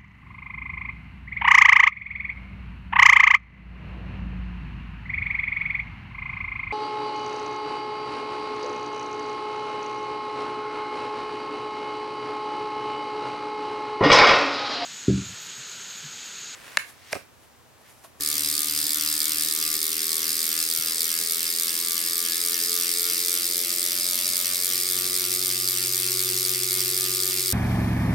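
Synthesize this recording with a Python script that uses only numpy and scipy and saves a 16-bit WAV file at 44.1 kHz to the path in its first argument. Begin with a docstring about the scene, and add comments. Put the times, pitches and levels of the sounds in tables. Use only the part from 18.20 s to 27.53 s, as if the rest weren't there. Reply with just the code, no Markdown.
"""An indoor bike trainer is already turning in a small room, its motor driving the flywheel through soft air.
From the first moment the freehub pawls snap over 24 ratchet teeth and set the standing cassette ringing;
the frame purrs along and a light rub slides down with every turn. As the hub slowly gains speed, motor
and belt whine on multiples of it, swelling and fading through the frame's resonances. At 2.6 s the
frame gives one soft knock. From about 8 s the speed holds."""
import sys
import numpy as np
from scipy import signal
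from scipy.fft import rfft, irfft
from scipy.io import wavfile
from scipy.ndimage import uniform_filter1d

SR = 44100
rng = np.random.default_rng(int(sys.argv[2]) if len(sys.argv) > 2 else 0)


def file_out(sig):
    """Save sig as 16-bit WAV at sys.argv[1]."""
    # one column per channel
    cols = np.atleast_2d(sig).T
    # limit, then scale
    lim = np.clip(cols, -1, 1)
    pcm = np.round(lim * 32767).astype(np.int16)
    wavfile.write(sys.argv[1], SR, pcm)


N = 411453
TIME = np.arange(N) / SR
TOOTH_COUNT = 24
HOP = 256  # samples between the points of slow control curves


def gain_of(db):
    """Decibels to amplitude."""
    return 10 ** (np.asarray(db) / 20)


def unit_rms(x):
    """Scales a signal to an rms of one."""
    return x / np.sqrt(np.mean(x ** 2) + 1e-20)


def curve_at(points, hz):
    """Reads a curve of (Hz, value) points on a log-frequency axis."""
    point_hz, value = np.transpose(points)
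    return np.interp(np.log(hz + 1), np.log(point_hz + 1), value)


def resonance_db(peaks, hz):
    """The boost or cut that (Hz, width Hz, dB) resonances and dead spots give at a frequency."""
    return sum(db / (1 + (2 * (hz - centre) / width) ** 2) for centre, width, db in peaks)


def drift(top_hz):
    """A smooth random wobble of unit size, from slow sines in the decade below top_hz."""
    t = TIME[::HOP]
    rates = np.geomspace(top_hz / 10, top_hz, 20)
    wobble = sum(np.sin(2 * np.pi * (hz * t + rng.random())) for hz in rates)
    return np.interp(TIME, t, unit_rms(wobble))


def stereo_noise(shape, likeness):
    """Two channels of white noise that are partly alike."""
    left, other = rng.standard_normal((2,) + shape)
    return np.array([left, likeness * left + np.sqrt(1 - likeness ** 2) * other])


def coloured(x, curve, peaks=(), size=4096, smooth_bins=37):
    """Gives x a broad tone curve with resonances on it, by a causal filter that keeps attacks sharp."""
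    hz, power = signal.welch(x.mean(0), SR, nperseg=size)
    power = uniform_filter1d(uniform_filter1d(power, smooth_bins), smooth_bins // 2)
    db = curve_at(curve, hz) + resonance_db(peaks, hz)
    log_gain = np.log(gain_of(db)) - .5 * np.log(power + 1e-20)
    mirrored = np.r_[log_gain, log_gain[-2:0:-1]]
    minimum_phase = np.exp(np.conj(signal.hilbert(mirrored)))
    taps = np.fft.ifft(minimum_phase).real[:size // 2]
    return unit_rms(signal.oaconvolve(x, taps[None], axes=1)[:, :N])


def clicks(seconds, force):
    """Band-limited clicks, placed exactly even between samples."""
    at = seconds.reshape(-1, 1) * SR
    near = at.astype(int) + np.arange(-8, 9)
    shape = np.sinc(near - at) * np.cos(np.pi * (near - at) / 18) ** 2
    return np.bincount(np.maximum(near, 0).ravel(), (force.reshape(-1, 1) * shape).ravel(), N)[:N]


def hub_speed():
    """Turns a second: the hub gains speed ever more gently, then holds."""
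    # In order: starting speed in turns/s, acceleration in turns/s^2, its easing in turns/s^3,
    # held speed in turns/s.
    spin_up = (3.124, .111855, .004137, 3.8831)
    start, acceleration, easing, held = spin_up
    return np.minimum(start + acceleration * TIME - easing * TIME ** 2 / 2, held)


def once_a_turn(turns, peak_turn):
    """Swings between -1 and 1 as the hub goes round, highest at the given share of a turn."""
    return np.cos(2 * np.pi * (turns - peak_turn))


def air(level_db=-41.5, swell_db=2.8):
    """A soft, fluttering rush of air round the flywheel over the rumble of the room."""
    # Tone of the air and rumble. Each row: frequency in Hz, relative level in dB.
    air_tone = [(20, -50), (35, -26), (50, -10), (64, 13.5), (82, -29), (130, 7), (230, 9.5), (350, 5),
                (440, 14.5), (510, 4.5), (620, 0), (800, -0.5), (1500, -18), (3000, 3), (8000, 9.5),
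                (15500, 8)]
    # Stereo image of the bed. Each row: frequency in Hz, left-right likeness (1 is mono).
    air_image = [(100, 1), (400, 0.46), (800, 1), (1800, 0.25), (15000, 0.17)]
    hz = np.fft.rfftfreq(N, 1 / SR)
    likeness = curve_at(air_image, hz)
    left, other = rfft(rng.standard_normal((2, N)))
    right = likeness * left + np.sqrt(1 - likeness ** 2) * other
    rush = irfft(np.array([left, right]) * gain_of(curve_at(air_tone, hz)), N)
    return unit_rms(rush) * gain_of(level_db + swell_db * drift(top_hz=13))


def frame_knock():
    """One dull, quickly damped blow on the frame."""
    # The thud. In order: start in seconds, pitch in Hz, level in dB, time to fall 60 dB in seconds.
    thud = (2.588, 140, -41, .09)
    start, hz, db, t60 = thud
    age = np.maximum(TIME - start, 0)
    return gain_of(db - 60 * age / t60) * np.sin(2 * np.pi * hz * age)


def hub_rub(turns, level_db=-40.0, fade_db=-7.5, start_turn=.1, from_hz=4500, to_hz=1980, width_hz=650):
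    """A light rub in the hub; with every turn its broad resonance swells, slides down and fades."""
    progress = (turns - start_turn) % 1
    centre_hz = from_hz * (to_hz / from_hz) ** progress
    carrier = np.exp(2j * np.pi * np.cumsum(centre_hz) / SR)
    grit = stereo_noise((N,), likeness=.36) + 1j * stereo_noise((N,), likeness=.21)
    hiss = (signal.lfilter(*signal.butter(2, width_hz / 2, fs=SR), grit) * carrier).real
    envelope = np.sin(np.pi * progress) * gain_of(level_db + fade_db * progress)
    return unit_rms(hiss) * envelope * gain_of([[-.7], [.7]])


def motor_whine(turns, wander_db=.4, flutter=.091, width=.15):
    """Clean tones of motor and belt, locked to the hub; each swells as it crosses a frame resonance."""
    # Faint whines. Each row: multiple of the hub speed, level in dB before the resonances.
    faint_whines = [(31, -72.6), (32, -65.3), (60, -65), (61, -70), (64, -64), (80, -76), (90, -66),
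                    (121, -61.5), (128, -72), (164, -80), (210, -78)]
    # Resonances and dead spots of frame and room. Each row: centre in Hz, width in Hz, gain in dB.
    frame_peaks = [(99.6, 7.3, 11), (110.6, 15, -6.6), (124.3, 8, 19.9), (215, 6, 4), (225.7, 6.2, 3.4),
                   (238.1, 4.2, 8.3), (244.7, 3.3, 9.5), (381, 6, 5), (388, 4, -12), (402.4, 12.7, 10.5),
                   (412, 4, -9), (418, 5, 5), (437, 19.5, 13.9), (449, 5, -14), (457.4, 9.9, 7.8),
                   (469.3, 2.5, 4), (609, 16, 22), (780, 45, 12.4)]
    # Strong whines, each with its own swells, keyed by multiple of the hub speed.
    # Each row: pitch in Hz, level in dB at that pitch.
    strong_whines = { 91: [(285, -50), (292, -49.5), (303, -53.5), (309, -52.5), (314, -58.5), (328, -50),
                     (335, -53), (341, -59), (353, -47.5)], 96: [(300, -57), (309, -54), (319, -58),
                     (325, -75), (335, -56), (346, -58), (354, -49), (359.5, -63), (362, -48), (366, -43),
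                     (370, -49), (372.8, -42)], 160: [(520, -76), (535, -64), (545, -61.5), (568, -67),
                     (577, -72), (586, -56), (598, -53.5), (605, -63), (612, -58.5), (621, -71)], }
    speed, out = hub_speed()[::HOP], np.zeros((2, N))
    whines = [(k, db + resonance_db(frame_peaks, k * speed)) for k, db in faint_whines]
    whines += [(k, curve_at(swells, k * speed)) for k, swells in strong_whines.items()]
    for multiple, level_db in whines:
        db = np.interp(TIME, TIME[::HOP], level_db) + wander_db * drift(top_hz=.91)
        stereo_phase = width * multiple / 100 * np.array([[1], [-1]])
        phase = 2 * np.pi * (multiple * turns + rng.random()) + stereo_phase
        out += np.sqrt(2) * gain_of(db) * (1 + flutter * drift(top_hz=15)) * np.sin(phase)
    return out * gain_of([[-.6], [.6]])


def frame_purr(turns, trim_db=.43, wander_db=1.84, side_db=-7, shake_teeth=.0074):
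    """The frame hums on overtones of the tooth rate that shake each turn and swell in the casing."""
    # Broad tone of the purr. Each row: frequency in Hz, base level in dB.
    purr_tone = [(380, -65.6), (550, -79.5), (750, -70.5), (860, -78), (1000, -69), (1200, -60.5),
                 (1550, -65), (1750, -63.5), (2000, -61.5), (2500, -62)]
    # Resonances and dead spots of the casing. Each row: centre in Hz, width in Hz, gain in dB.
    casing_peaks = [(436, 30, 13), (533.4, 15.1, 8.5), (605, 14, 11), (670, 60, -7), (738, 20, 5),
                    (850, 60, -6), (924, 26, 5), (965, 12, -10), (984, 14, 6), (1012, 20, 4),
                    (1120.2, 22.0, 2.9), (1183.3, 13.0, 8.4), (1212.9, 11.4, 4.7), (1242.8, 11.6, 5.0),
                    (1391.7, 32.1, 6.3), (1716.8, 56.4, 6.3), (1800.2, 14.6, 7.0), (1851.6, 8.4, -8.1),
                    (1863.6, 5.0, 3.6), (1897.2, 12.8, 3.7), (1964.4, 21.2, -9.4), (2048.4, 10.0, 4.9),
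                    (2158.7, 52.4, 7), (2255.0, 14.8, 4.8), (2304.5, 14.9, 4.5), (2348.0, 12.7, 7.9)]
    # Two overtones that stand out with their own swells, keyed by multiple of the tooth rate.
    # Each row: pitch in Hz, base level in dB at that pitch.
    loud_overtones = { 14: [(1075, -69), (1110, -59), (1135, -60), (1143, -72), (1160, -59), (1181, -52.5),
                      (1198, -59), (1213, -54.5), (1228, -62), (1246, -54.5), (1304, -65)],
                      20: [(1500, -66), (1520, -61), (1595, -63), (1650, -55.5), (1672, -60), (1715, -53),
                      (1755, -61), (1795, -61), (1840, -70), (1864, -60.5)], }
    teeth_passed = turns * TOOTH_COUNT + shake_teeth * (np.sin(2 * np.pi * turns) + drift(top_hz=12))
    tooth_hz, out = hub_speed()[::HOP] * TOOTH_COUNT, np.zeros((2, N))
    for k in range(5, 28):
        hz = k * tooth_hz
        if k in loud_overtones:
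            base_db = curve_at(loud_overtones[k], hz)
        else:
            base_db = curve_at(purr_tone, hz) + resonance_db(casing_peaks, hz)
        db = np.interp(TIME, TIME[::HOP], base_db) + trim_db + wander_db * drift(top_hz=3)
        # Higher overtones throb more deeply and spread wider.
        throb = 1 + k / 40 * once_a_turn(turns, rng.random())
        phase = 2 * np.pi * (k * teeth_passed + rng.random())
        side = gain_of(side_db) * k / 16 * np.sin(phase + 2 * drift(top_hz=3))
        out += gain_of(db) * throb * (np.sin(phase) + side * np.array([[1], [-1]]))
    return np.sqrt(2) * out


def pawl_blows(turns, spacing_error=.0056, uneven_db=.74, bounce_db=-16, bounce_s=.0007, bounce_count=3):
    """At each slightly uneven tooth one pawl drops; the others follow and bounce within about 2 ms."""
    late = spacing_error * rng.standard_normal(TOOTH_COUNT)
    passed = np.arange(int(turns[-1] * TOOTH_COUNT))
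    drop_position = passed + .606 + late[passed % TOOTH_COUNT]  # in teeth: partway through each one
    drops = np.interp(drop_position, turns * TOOTH_COUNT, TIME)[:, None]
    force = gain_of(uneven_db * rng.standard_normal(drops.shape))
    bounces = drops + np.cumsum(bounce_s * rng.uniform(.2, 1, (len(drops), bounce_count)), 1)
    bounce_force = force * gain_of(bounce_db) * rng.choice([-1, 1], bounces.shape)
    return clicks(drops, force) + clicks(bounces, bounce_force)


def reflections(blows, path, t60, likeness, direct=0, path_count=TOOTH_COUNT):
    """As the hub turns, blows take different paths: dense dying echoes after an optional direct hit."""
    t = np.arange(int(SR * t60)) / SR
    tails = stereo_noise((path_count, SR // 2), likeness)[..., :len(t)] * gain_of(-60 * t / t60)
    tails /= np.linalg.norm(tails, axis=2, keepdims=True)
    tails[..., 0] += direct
    return sum(signal.oaconvolve((blows * (path % path_count == k))[None], tails[:, k], axes=1)[:, :N]
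               for k in range(path_count))


def cassette_ring(blows, turns):
    """The sprockets ring with each blow; modes swell once a turn and some arch in pitch twice a turn."""
    # Sprocket modes. Each row: pitch in Hz, relative level in dB, time to fall 60 dB in seconds,
    # pitch waver in Hz, swell in dB, share of the turn where the swell peaks.
    modes = [ (2150, -17, .08, 10, 2, .56), (2700, -19, .12, 0, 5, .69), (2780, -19, .12, 0, 5, .71),
             (3190, -14, .1, 0, 2, .59), (3355, -14, .11, 0, 3, .47), (3510, -12, .07, 20, 4, .5),
             (3620, -15, .1, 0, 3, .39), (3930, -12, .1, 0, 2, .25), (4005, -12, .09, 0, 2, .9),
             (4092, -8, .1, 0, 1, .24), (4993, 1, .11, 40, 2, .92), (5030, -5, .07, 40, 3, .92),
             (6965, -9, .14, 0, 4, .08), (8520, -3, .08, 0, 1, .16), (9455, -10.5, .11, 0, 0, 0),
             (11780, -7, .05, 0, 1, .29), (12440, -13, .06, 0, 2, .32)]
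    t, out = np.arange(SR // 5) / SR, np.zeros((2, N))
    sway = 2 * np.pi * np.cumsum(once_a_turn(2 * turns, peak_turn=.83)) / SR
    blows = np.diff(blows, prepend=0)  # thin sprockets send out no bass
    for hz, db, t60, waver_hz, swell_db, peak_turn in modes:
        mode = gain_of(-60 * t / t60) * np.exp(2j * np.pi * hz * t)
        bend = np.exp(1j * waver_hz * sway)
        drive = blows * gain_of(swell_db * once_a_turn(turns, peak_turn))
        ring = signal.oaconvolve(drive / bend, mode)[:N] * bend
        out += gain_of(db) * unit_rms((ring * np.exp([[1j], [0]])).imag)  # left leads by a radian
    return out


def body_clack(blows, low_hz, high_hz, db, chance_db=1.5):
    """The stiff freehub body answers a blow with a few quickly damped cycles, never equally strong."""
    drive = blows * gain_of(chance_db * drift(top_hz=40))
    band = signal.butter(2, [low_hz, high_hz], "bandpass", fs=SR)
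    return gain_of(db) * unit_rms(signal.lfilter(*band, drive))


def rattle(blows, t60, likeness):
    """A burst of fine rattle after each blow, never twice the same."""
    decay = gain_of(-120 / (t60 * SR))
    energy = signal.lfilter([1 - decay], [1, -decay], blows ** 2)
    return np.sqrt(energy) * stereo_noise((N,), likeness)


def shell_snap(blows, turns, low_gain, top_gain, rattle_db=6.0, split_hz=10600):
    """The hub shell's bright crack: part the tooth's own, part chance; the tooth also sets its top end."""
    # Broad tone of the snap. Each row: frequency in Hz, relative level in dB.
    snap_tone = [(400, -90), (900, -32), (1250, -34.5), (1600, -31.5), (2300, -14), (2900, -26),
                 (3500, 1.5), (4500, -12), (5700, -1.5), (6600, 0), (7400, -1), (8600, 4), (11000, 1),
                 (12500, 4.5), (14300, -1.5), (15700, -7.5)]
    # Short resonances and dead spots of the shell. 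Each row: centre in Hz, width in Hz, gain in dB.
    shell_peaks = [(5750, 400, 3), (7000, 250, 3), (7300, 250, -2), (8050, 200, 2), (8700, 400, 1.5),
                   (10750, 300, 3), (11280, 200, -4), (11830, 400, 4), (12130, 150, -3), (13100, 350, 3),
                   (13450, 250, -5), (13950, 400, 3.5), (15450, 300, 2)]
    tooth = (turns * TOOTH_COUNT).astype(int)
    shell = reflections(blows, tooth, t60=.012, likeness=.42, direct=.75)
    shell += gain_of(rattle_db) * rattle(blows, t60=.013, likeness=.42)
    crack = coloured(shell, snap_tone, shell_peaks)
    low = signal.sosfiltfilt(signal.butter(4, split_hz, fs=SR, output="sos"), crack)
    top = (crack - low) * gain_of([[.4], [-.4]])
    return unit_rms(low * low_gain + top * top_gain)


def freehub(turns, level_db=-26.0, room_db=-3.5, cassette_db=-12.0):
    """Each pawl blow snaps the shell, clacks the body, rings the cassette and draws the room's answer."""
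    # The ratchet teeth in order, each worn differently. Each row, all as trims in dB: low clack,
    # high clack, lower part of the snap, top of the snap, cassette ring.
    tooth_wear = [(-6, -6, -2, -1, -.7), (0, -2, -2, -3, -2.7), (2, -1, 0, 0, 1), (-2.5, -3.5, 0, 0, -2.9),
                  (6, -2, 1.5, -1, -.2), (5.5, -1, 1, 2, 1.5), (-7.5, -5, 2, 2, -2.6), (-1, -1, 1, 2, -3.1),
                  (3, 3.5, 1, 1, -.4), (2, 0, -1, 1, .1), (-6, -3.5, -1, 3, -1.3), (-2.5, -2, 0, -1, -1.9),
                  (4, 2.5, -1, -1, 2.5), (4, 5.5, -1, 1, 3), (-4, 3.5, 0, 0, -1.5), (0, 0, -1, 0, -2),
                  (0, 0, -1, -1, -1.5), (-2.5, 2, -1, 0, 1.1), (3, 0, 1, -2, 2), (2, 4.5, -1, -2, 1.9),
                  (-6, 1, 1, -1, .5), (-2.5, 0, 1, 1, 3.5), (-1, 1, 1, 0, .5), (-2.5, 2, 0, 0, 0)]
    # The body's low and high clack. Each row: lower edge in Hz, upper edge in Hz, dB beside the snap.
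    clack_bands = [(4370, 5036, -9), (5410, 5930, -11)]
    # Tone of the room's after-ring. Each row: frequency in Hz, relative level in dB.
    room_tone = [(450, -26.5), (700, -16.5), (950, -25), (1200, -7.5), (1550, -10.5), (2200, -3),
                 (2700, -4.5), (3000, -5), (3500, -4), (3900, -1), (4500, 1.5), (6100, -5), (8500, 0),
                 (11000, -4.5), (12200, -3), (15500, -4.5)]
    # How hard the pawls strike. Each row: time in seconds, level trim in dB.
    strike_force = [(0, 0.6), (.5, 0.1), (.95, 1.2), (1.4, .3), (1.75, -0.4), (2.3, .5), (2.7, 0),
                    (4, -0.3), (4.65, 1), (5.3, 0), (6.3, 0.4), (7.3, 0), (9.3, 0.4)]
    blows = pawl_blows(turns)
    tooth = np.floor(turns * TOOTH_COUNT - .5).astype(int) % TOOTH_COUNT  # steps just before each drop
    on_low, on_high, on_shell, on_top, on_cassette = gain_of(np.transpose(tooth_wear))[:, tooth]
    echoes = reflections(blows, tooth // 4, t60=.25, likeness=.3, path_count=6)
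    room = gain_of(room_db) * coloured(echoes, room_tone)
    cassette = gain_of(cassette_db) * cassette_ring(blows * on_cassette, turns)
    body = body_clack(blows * on_low, *clack_bands[0]) + body_clack(blows * on_high, *clack_bands[1])
    snap = shell_snap(blows, turns, on_shell, on_top)
    ticks = snap + body * gain_of([[-.6], [.6]]) + cassette + room
    force_db = np.interp(TIME, *np.transpose(strike_force))
    return gain_of(level_db + force_db) * ticks / ticks.mean(0).std()


def scene():
    """The turning hub drives ticks, purr, rub and whine over a bed of air, with one knock."""
    turns = np.cumsum(hub_speed()) / SR
    trainer = freehub(turns) + frame_purr(turns) + hub_rub(turns) + motor_whine(turns)
    return trainer + air() + frame_knock()


def record(dry, edge_hz=15950):
    """A steep low-pass takes off the highest treble."""
    lowpass = signal.firwin(511, edge_hz, window=("kaiser", 9), fs=SR)
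    return signal.oaconvolve(dry, lowpass[None], "same")


dry = scene()
out = record(dry)
file_out(out)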